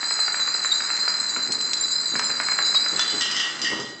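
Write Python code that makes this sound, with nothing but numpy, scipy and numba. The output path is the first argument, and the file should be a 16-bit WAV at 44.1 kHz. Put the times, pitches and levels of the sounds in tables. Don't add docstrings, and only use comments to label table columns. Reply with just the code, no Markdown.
import sys
import numpy as np
from scipy import signal
from scipy.fft import rfft, irfft
from scipy.io import wavfile
from numba import njit

SR = 44100
rng = np.random.default_rng(int(sys.argv[2]) if len(sys.argv) > 2 else 0)


def int16_out(signal):
    q = np.round(np.clip(np.atleast_2d(signal).T, -1, 1) * 32767)
    wavfile.write(sys.argv[1], SR, q.astype(np.int16))


N = 176400
TIME = np.arange(N) / SR

# start_s, level_db, pitch_hz, middle_modes_db
CLINK_CUES = [(0.1186, -12.5, 4113, -13), (0.1997, -15.5, 4190, -15), (0.5411, -17, 4080, -1.5),
              (0.635, -16, 3995, -11), (0.908, -13.5, 4088, -16), (1.0018, -12.5, 4050, -13.5),
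              (1.0782, -21.5, 4040, 16), (1.099, -21.5, 4103, 4), (1.1976, -10, 4110, -25.5),
              (1.292, -12, 3988, -1.5), (1.4238, -13.5, 4090, -28), (1.5184, -9.5, 4226, -19.5),
              (1.6105, -12, 4102, -25), (1.7316, -11.5, 4030, -7), (1.8351, -14, 4010, -19),
              (1.916, -13, 3970, -1), (2.157, -17.5, 4047, -2), (2.6564, -16.5, 4190, -0.5),
              (2.8812, -12, 3986, -10), (2.9597, -18, 4045, -11), (3.1007, -15, 4080, -7.5)]
# pitch_ratio, level_db, t60_s
SMALL_BOTTLE_MODES = [(0.999, -0.5, 0.1), (1.017, -8.5, 0.11), (1.163, -3, 0.061), (1.199, -3, 0.12),
                      (1.689, -4.5, 0.15), (1.832, -4.5, 0.13), (1.881, -2, 0.095)]
# time_s, level_db
RATTLE_ENVELOPE = [(0, -19), (1.6, -21), (2.6, -18), (3.1, -20.5), (3.55, -33), (4, -40)]
# start_s, level_db, pitch_hz
PING_CUES = [(0.195, -24.5, 7850), (0.6526, -21, 7280), (0.7195, -20.5, 7420), (0.9008, -25, 7500),
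             (1.8093, -17.5, 7210), (1.812, -21.5, 7530), (1.914, -22, 7420), (2.243, -22, 7260),
             (2.7457, -16.5, 4905), (2.8424, -18, 4910), (2.994, -17.5, 3490)]
# start_s, level_db
SNAP_CUES = [(0.968, -16.5), (1.5215, -12), (1.611, -16), (1.7335, -3.5), (2.1945, -9.5), (2.243, -21),
             (2.994, -4), (3.2095, -11), (3.221, -7)]
# frequency_hz, level_db
SNAP_EQ = [(300, -39), (1500, -16), (3000, -13), (4100, -10.5), (5300, -5), (6200, -8.5), (8300, -13.5)]
# start_s, level_db, pitch_hz, upper_pitch_hz, length_s
SQUEAK_CUES = [(0.713, -11, 3813, 4517, 0.021), (2.749, -11, 3890, 4470, 0.037)]
# start_s, level_db, tilt_db_per_octave
BIG_HIT_CUES = [(3.21, -17, 0), (3.313, -22.5, 0), (3.366, -20, -3), (3.401, -22, -7), (3.617, -22.5, 13),
                (3.646, -23.5, -7.5), (3.80, -29.5, 9)]
# pitch_hz, level_db
BIG_BOTTLE_MODES = [(1917, 0.5), (2746, -7), (2921, -1.5), (2967, -4), (3175, -2.5), (3494, -5),
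                    (3643, -7.5), (4015, -8), (4878, 2), (5320, -5.5), (6115, -6.5), (7300, -11.5)]
# time_s, level_db
CLATTER_ENVELOPE = [(2.8, -74), (3.0, -30.5), (3.2, -47.5), (3.42, -28), (3.57, -53.5), (3.67, -32),
                    (3.95, -75)]
# start_s, level_db
KNOCK_CUES = [(.030, -21), (.109, -21), (.191, -20.5), (.2805, -19), (.344, -19.5), (.3965, -23),
              (.478, -22.5), (.549, -24.5), (.647, -20.5), (.805, -21), (.903, -21.5), (1.0785, -19.5),
              (1.363, -20.5), (2.1545, -18.5), (2.195, -17), (2.302, -21), (2.4007, -14), (2.4865, -18),
              (2.5212, -20), (2.5885, -14.5), (2.747, -20), (2.862, -23), (2.994, -18)]
# frequency_hz, level_db
KNOCK_EQ = [(80, -36), (200, -18.5), (600, -12), (1000, -5), (1450, 0.5), (1950, -2.5), (2600, -9.5),
            (3400, -24.5), (8000, -28.5)]
# time_s, level_db
BOUNCE_ENVELOPE = [(0, -37.5), (1.1, -36.5), (1.65, -40.5), (2.03, -39.5), (2.2, -38.5), (3.42, -35.5),
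                   (3.57, -39), (3.72, -40), (3.95, -53)]
# frequency_hz, level_db
BOUNCE_EQ = [(100, -35.5), (300, -15), (700, -7.5), (1400, 3.5), (1950, 2), (3300, -17), (5500, -8),
             (8000, -6.5)]
# peak_s, level_db
TUMBLE_CUES = [(1.381, -45), (1.507, -39), (2.159, -36.5), (2.95, -37), (3.155, -37), (3.65, -43.5),
               (3.736, -32.5), (3.81, -33.5)]
# time_s, level_db
ROLL_ENVELOPE = [(0, -53), (2.4, -47.5), (3.8, -47), (4, -53)]
# frequency_hz, level_db
ROLL_EQ = [(60, -18), (130, -0.5), (200, 3), (300, 5), (480, 0.5), (650, -4.5), (1200, -3.5), (4000, -50.5)]
# frequency_hz, t60_s
ROOM_DECAY = [(150, 0.96), (1500, 0.6), (4000, 0.68), (8000, 0.43)]

BOTTLE_HZ, BOTTLE_SPREAD, MODE_SPREAD = 4058.6, 0.0093, 0.0109
CONTACT_S, TOP_HZ = 0.00089, 8350


def clinks(level_db=-4, rebound_s=0.026, rebound_db=-15):
    out, attack_s = np.zeros(N), 0.0035
    draws = rng.standard_normal((len(CLINK_CUES), 2, 3, len(SMALL_BOTTLE_MODES)))
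    for (at, db, hz, middle_db), (hit, rebound) in zip(CLINK_CUES, draws):
        add(out, at, amp(db) * small_bottle(hz, middle_db, hit, attack_s))
        rebound_at = at + rebound_s * np.exp(0.31 * rebound[0, 0])
        rebound_ring = small_bottle(BOTTLE_HZ, middle_db, rebound, attack_s)
        add(out, rebound_at, amp(db + rebound_db) * rebound_ring)
    return amp(level_db) * out


def small_bottle(hz, middle_db, draws, attack_s, scatter_db=2, top_db=-10.5):
    wall, balance, polarity = draws
    ratio, db, t60 = np.array(SMALL_BOTTLE_MODES).T
    group = np.minimum(np.arange(len(ratio)) // 2, 2)
    detune = 1 + MODE_SPREAD * wall * (group + 1) / 2 * (ratio != ratio[0])
    gain = amp(db + np.array([0, middle_db, top_db])[group] + scatter_db * balance)
    return ring(hz * ratio * detune, gain * np.sign(polarity), t60, attack_s)


def rattle(level_db=-6, bottles_per_s=13, middle_db=-5.5):
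    out = np.zeros(N)
    bottles = rng.standard_normal((2000, 2, len(SMALL_BOTTLE_MODES)))
    polarities = rng.standard_normal((2000, len(SMALL_BOTTLE_MODES)))
    for (at, db), polarity in zip(patter(per_s=125, spread_db=2), polarities):
        wall, balance = bottles[int(max(at, 0) * bottles_per_s)]
        hz = BOTTLE_HZ * (1 + BOTTLE_SPREAD * wall[0])
        voice = (wall, balance - balance[0], polarity)
        add(out, at, amp(db) * small_bottle(hz, middle_db, voice, attack_s=0.0018, scatter_db=1.33))
    return unit(out) * curve(RATTLE_ENVELOPE) * amp(level_db)


def pings(t60_s=0.14):
    out = np.zeros(N)
    for at, db, hz in PING_CUES:
        add(out, at, ring(np.array([float(hz)]), amp([db]), np.array([t60_s]), CONTACT_S))
    return out


def snaps():
    return crack(SNAP_CUES, SNAP_EQ, t60_s=0.028, chatter_db=-1)


def squeaks(upper_db=-11):
    out = np.zeros(N)
    for at, db, hz, upper_hz, length in SQUEAK_CUES:
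        t = TIME[:int(length * SR)]
        tones = np.sin(2 * np.pi * hz * t) + amp(upper_db) * np.sin(2 * np.pi * upper_hz * t)
        add(out, at, amp(db) * np.sin(np.pi * t / length) * tones)
    return out


def big_bottles(level_db=-8, crack_db=20.5, lowest_t60_s=0.41, detune=0.0036):
    hits = [row[:2] for row in BIG_HIT_CUES]
    out = amp(crack_db) * crack(hits, SNAP_EQ, t60_s=0.085, chatter_db=-7)
    hz, mode_db = np.array(BIG_BOTTLE_MODES).T
    t60 = lowest_t60_s * np.sqrt(hz[0] / hz)
    draws = rng.standard_normal((len(hits), 3, len(hz)))
    for (at, db, tilt), (wall, scatter_db, polarity) in zip(BIG_HIT_CUES, draws):
        gain = amp(db + mode_db + tilt * np.log2(hz / BOTTLE_HZ) + scatter_db)
        add(out, at, ring(hz * (1 + detune * wall), gain * np.sign(polarity), t60, CONTACT_S))
    return amp(level_db) * out


def clatter(detune=0.05, t60_s=0.12):
    out = np.zeros(N)
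    hz, mode_db = np.array(BIG_BOTTLE_MODES).T
    hits = patter(per_s=60, spread_db=3)
    for (at, db), (size, balance) in zip(hits, rng.standard_normal((1000, 2, len(hz)))):
        gain = amp(db + mode_db) * balance
        add(out, at, ring(hz * (1 + detune * size), gain, np.full(len(hz), t60_s), CONTACT_S))
    return unit(out) * curve(CLATTER_ENVELOPE)


def floor_contacts(knock_db=7):
    bounces = unit(strike(patter(per_s=260, spread_db=2.5), BOUNCE_EQ)) * curve(BOUNCE_ENVELOPE)
    bumps = unit(strike(patter(per_s=330, spread_db=3), ROLL_EQ))
    knocks = amp(knock_db) * crack(KNOCK_CUES, KNOCK_EQ, t60_s=0.042, chatter_db=-1)
    return knocks + bounces + bumps * curve(ROLL_ENVELOPE) + tumbles(bumps)


def tumbles(bumps, rise_s=0.028, t60_s=0.11, hollow_hz=325.7, hollow_db=0.5):
    envelope = np.zeros(N)
    for at, db in TUMBLE_CUES:
        swell = np.exp(-((TIME - at) / rise_s) ** 2)
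        envelope += amp(db) * np.where(TIME < at, swell, decay(np.abs(TIME - at), t60_s))
    landings = bumps * envelope
    hollow = signal.lfilter(*signal.iirpeak(hollow_hz, Q=20, fs=SR), landings)
    return landings + amp(hollow_db) * hollow


def room(x, wet_db, predelay_s=0.00067, build_s=0.009):
    t, log_f = TIME[:SR], np.log(np.maximum(np.arange(SR // 2 + 1), 1))
    hz, t60s = np.array(ROOM_DECAY).T
    noise, tail = rfft(rng.standard_normal(SR)), np.zeros(SR)
    for band, t60 in zip(np.eye(len(hz)), t60s):
        tail += irfft(noise * np.interp(log_f, np.log(hz), band)) * decay(t, t60)
    tail *= np.clip((t - predelay_s) / build_s, 0, 1)
    return x + amp(wet_db) * signal.fftconvolve(x, tail / np.linalg.norm(tail))[:N]


@njit
def ring(hz, gain, t60, attack_s):
    out = np.zeros(int(t60.max() * SR))
    for k in range(len(hz)):
        phasor = gain[k] + 0j
        step = np.exp((2j * np.pi * hz[k] - np.log(1000) / t60[k]) / SR)
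        for i in range(len(out)):
            out[i] += phasor.imag * min(i / (attack_s * SR), 1.)
            phasor *= step
    return out


def crack(cues, eq, t60_s, chatter_db):
    out, pulse, t = np.zeros(N), contact(eq), TIME[:SR // 10]
    for at, db in cues:
        chatter = rng.standard_normal(len(t)) * decay(t, t60_s)
        force = amp(chatter_db) * chatter / np.linalg.norm(chatter)
        force[0] = 1
        add(out, at, amp(db) * signal.fftconvolve(force, pulse))
    return out


def strike(cues, eq):
    out, pulse = np.zeros(N), contact(eq)
    for at, db in cues:
        add(out, at, amp(db) * pulse)
    return out


def contact(eq, size=1024):
    hz, db = np.array(eq).T
    f = np.maximum(np.arange(size // 2 + 1) * SR / size, 1)
    spectrum = amp(np.interp(np.log(f), np.log(hz), db)) / (1 + (f / TOP_HZ) ** 10)
    cepstrum = irfft(np.log(spectrum))
    cepstrum[1:size // 2] *= 2
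    cepstrum[size // 2 + 1:] = 0
    pulse = irfft(np.exp(rfft(cepstrum)))
    return pulse / np.abs(pulse).max()


def patter(per_s, spread_db, count=2000):
    start_s = (np.arange(count) + 2 * rng.random(count) - 1) / per_s
    level_db = spread_db * np.clip(rng.standard_normal(count), -2, 2)
    return np.c_[start_s, level_db][start_s < N / SR]


def amp(db):
    return 10 ** (np.asarray(db) / 20)


def decay(t, t60_s):
    return np.exp(-np.log(1000) * t / t60_s)


def curve(envelope):
    return amp(np.interp(TIME, *np.array(envelope).T))


def unit(x):
    return x / np.sqrt(np.mean(x ** 2))


def add(out, at, sound):
    i = max(int(at * SR), 0)
    part = sound[:max(N - i, 0)]
    out[i:i + len(part)] += part


def scene():
    ringing = clinks() + pings() + rattle()
    damped = snaps() + squeaks()
    mix = room(ringing, wet_db=-8) + room(damped, wet_db=-13)
    mix += room(floor_contacts(), wet_db=-4.5)
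    mix += room(big_bottles() + clatter(), wet_db=-3)
    return mix[None]


def record(dry, ceiling=0.42, low_hz=100):
    rounded = ceiling * np.tanh(dry / ceiling)
    thinned = signal.sosfilt(signal.butter(2, low_hz, "high", fs=SR, output="sos"), rounded)
    return signal.sosfilt(signal.ellip(12, .2, 75, TOP_HZ, fs=SR, output="sos"), thinned)


dry = scene()
out = record(dry)
int16_out(out)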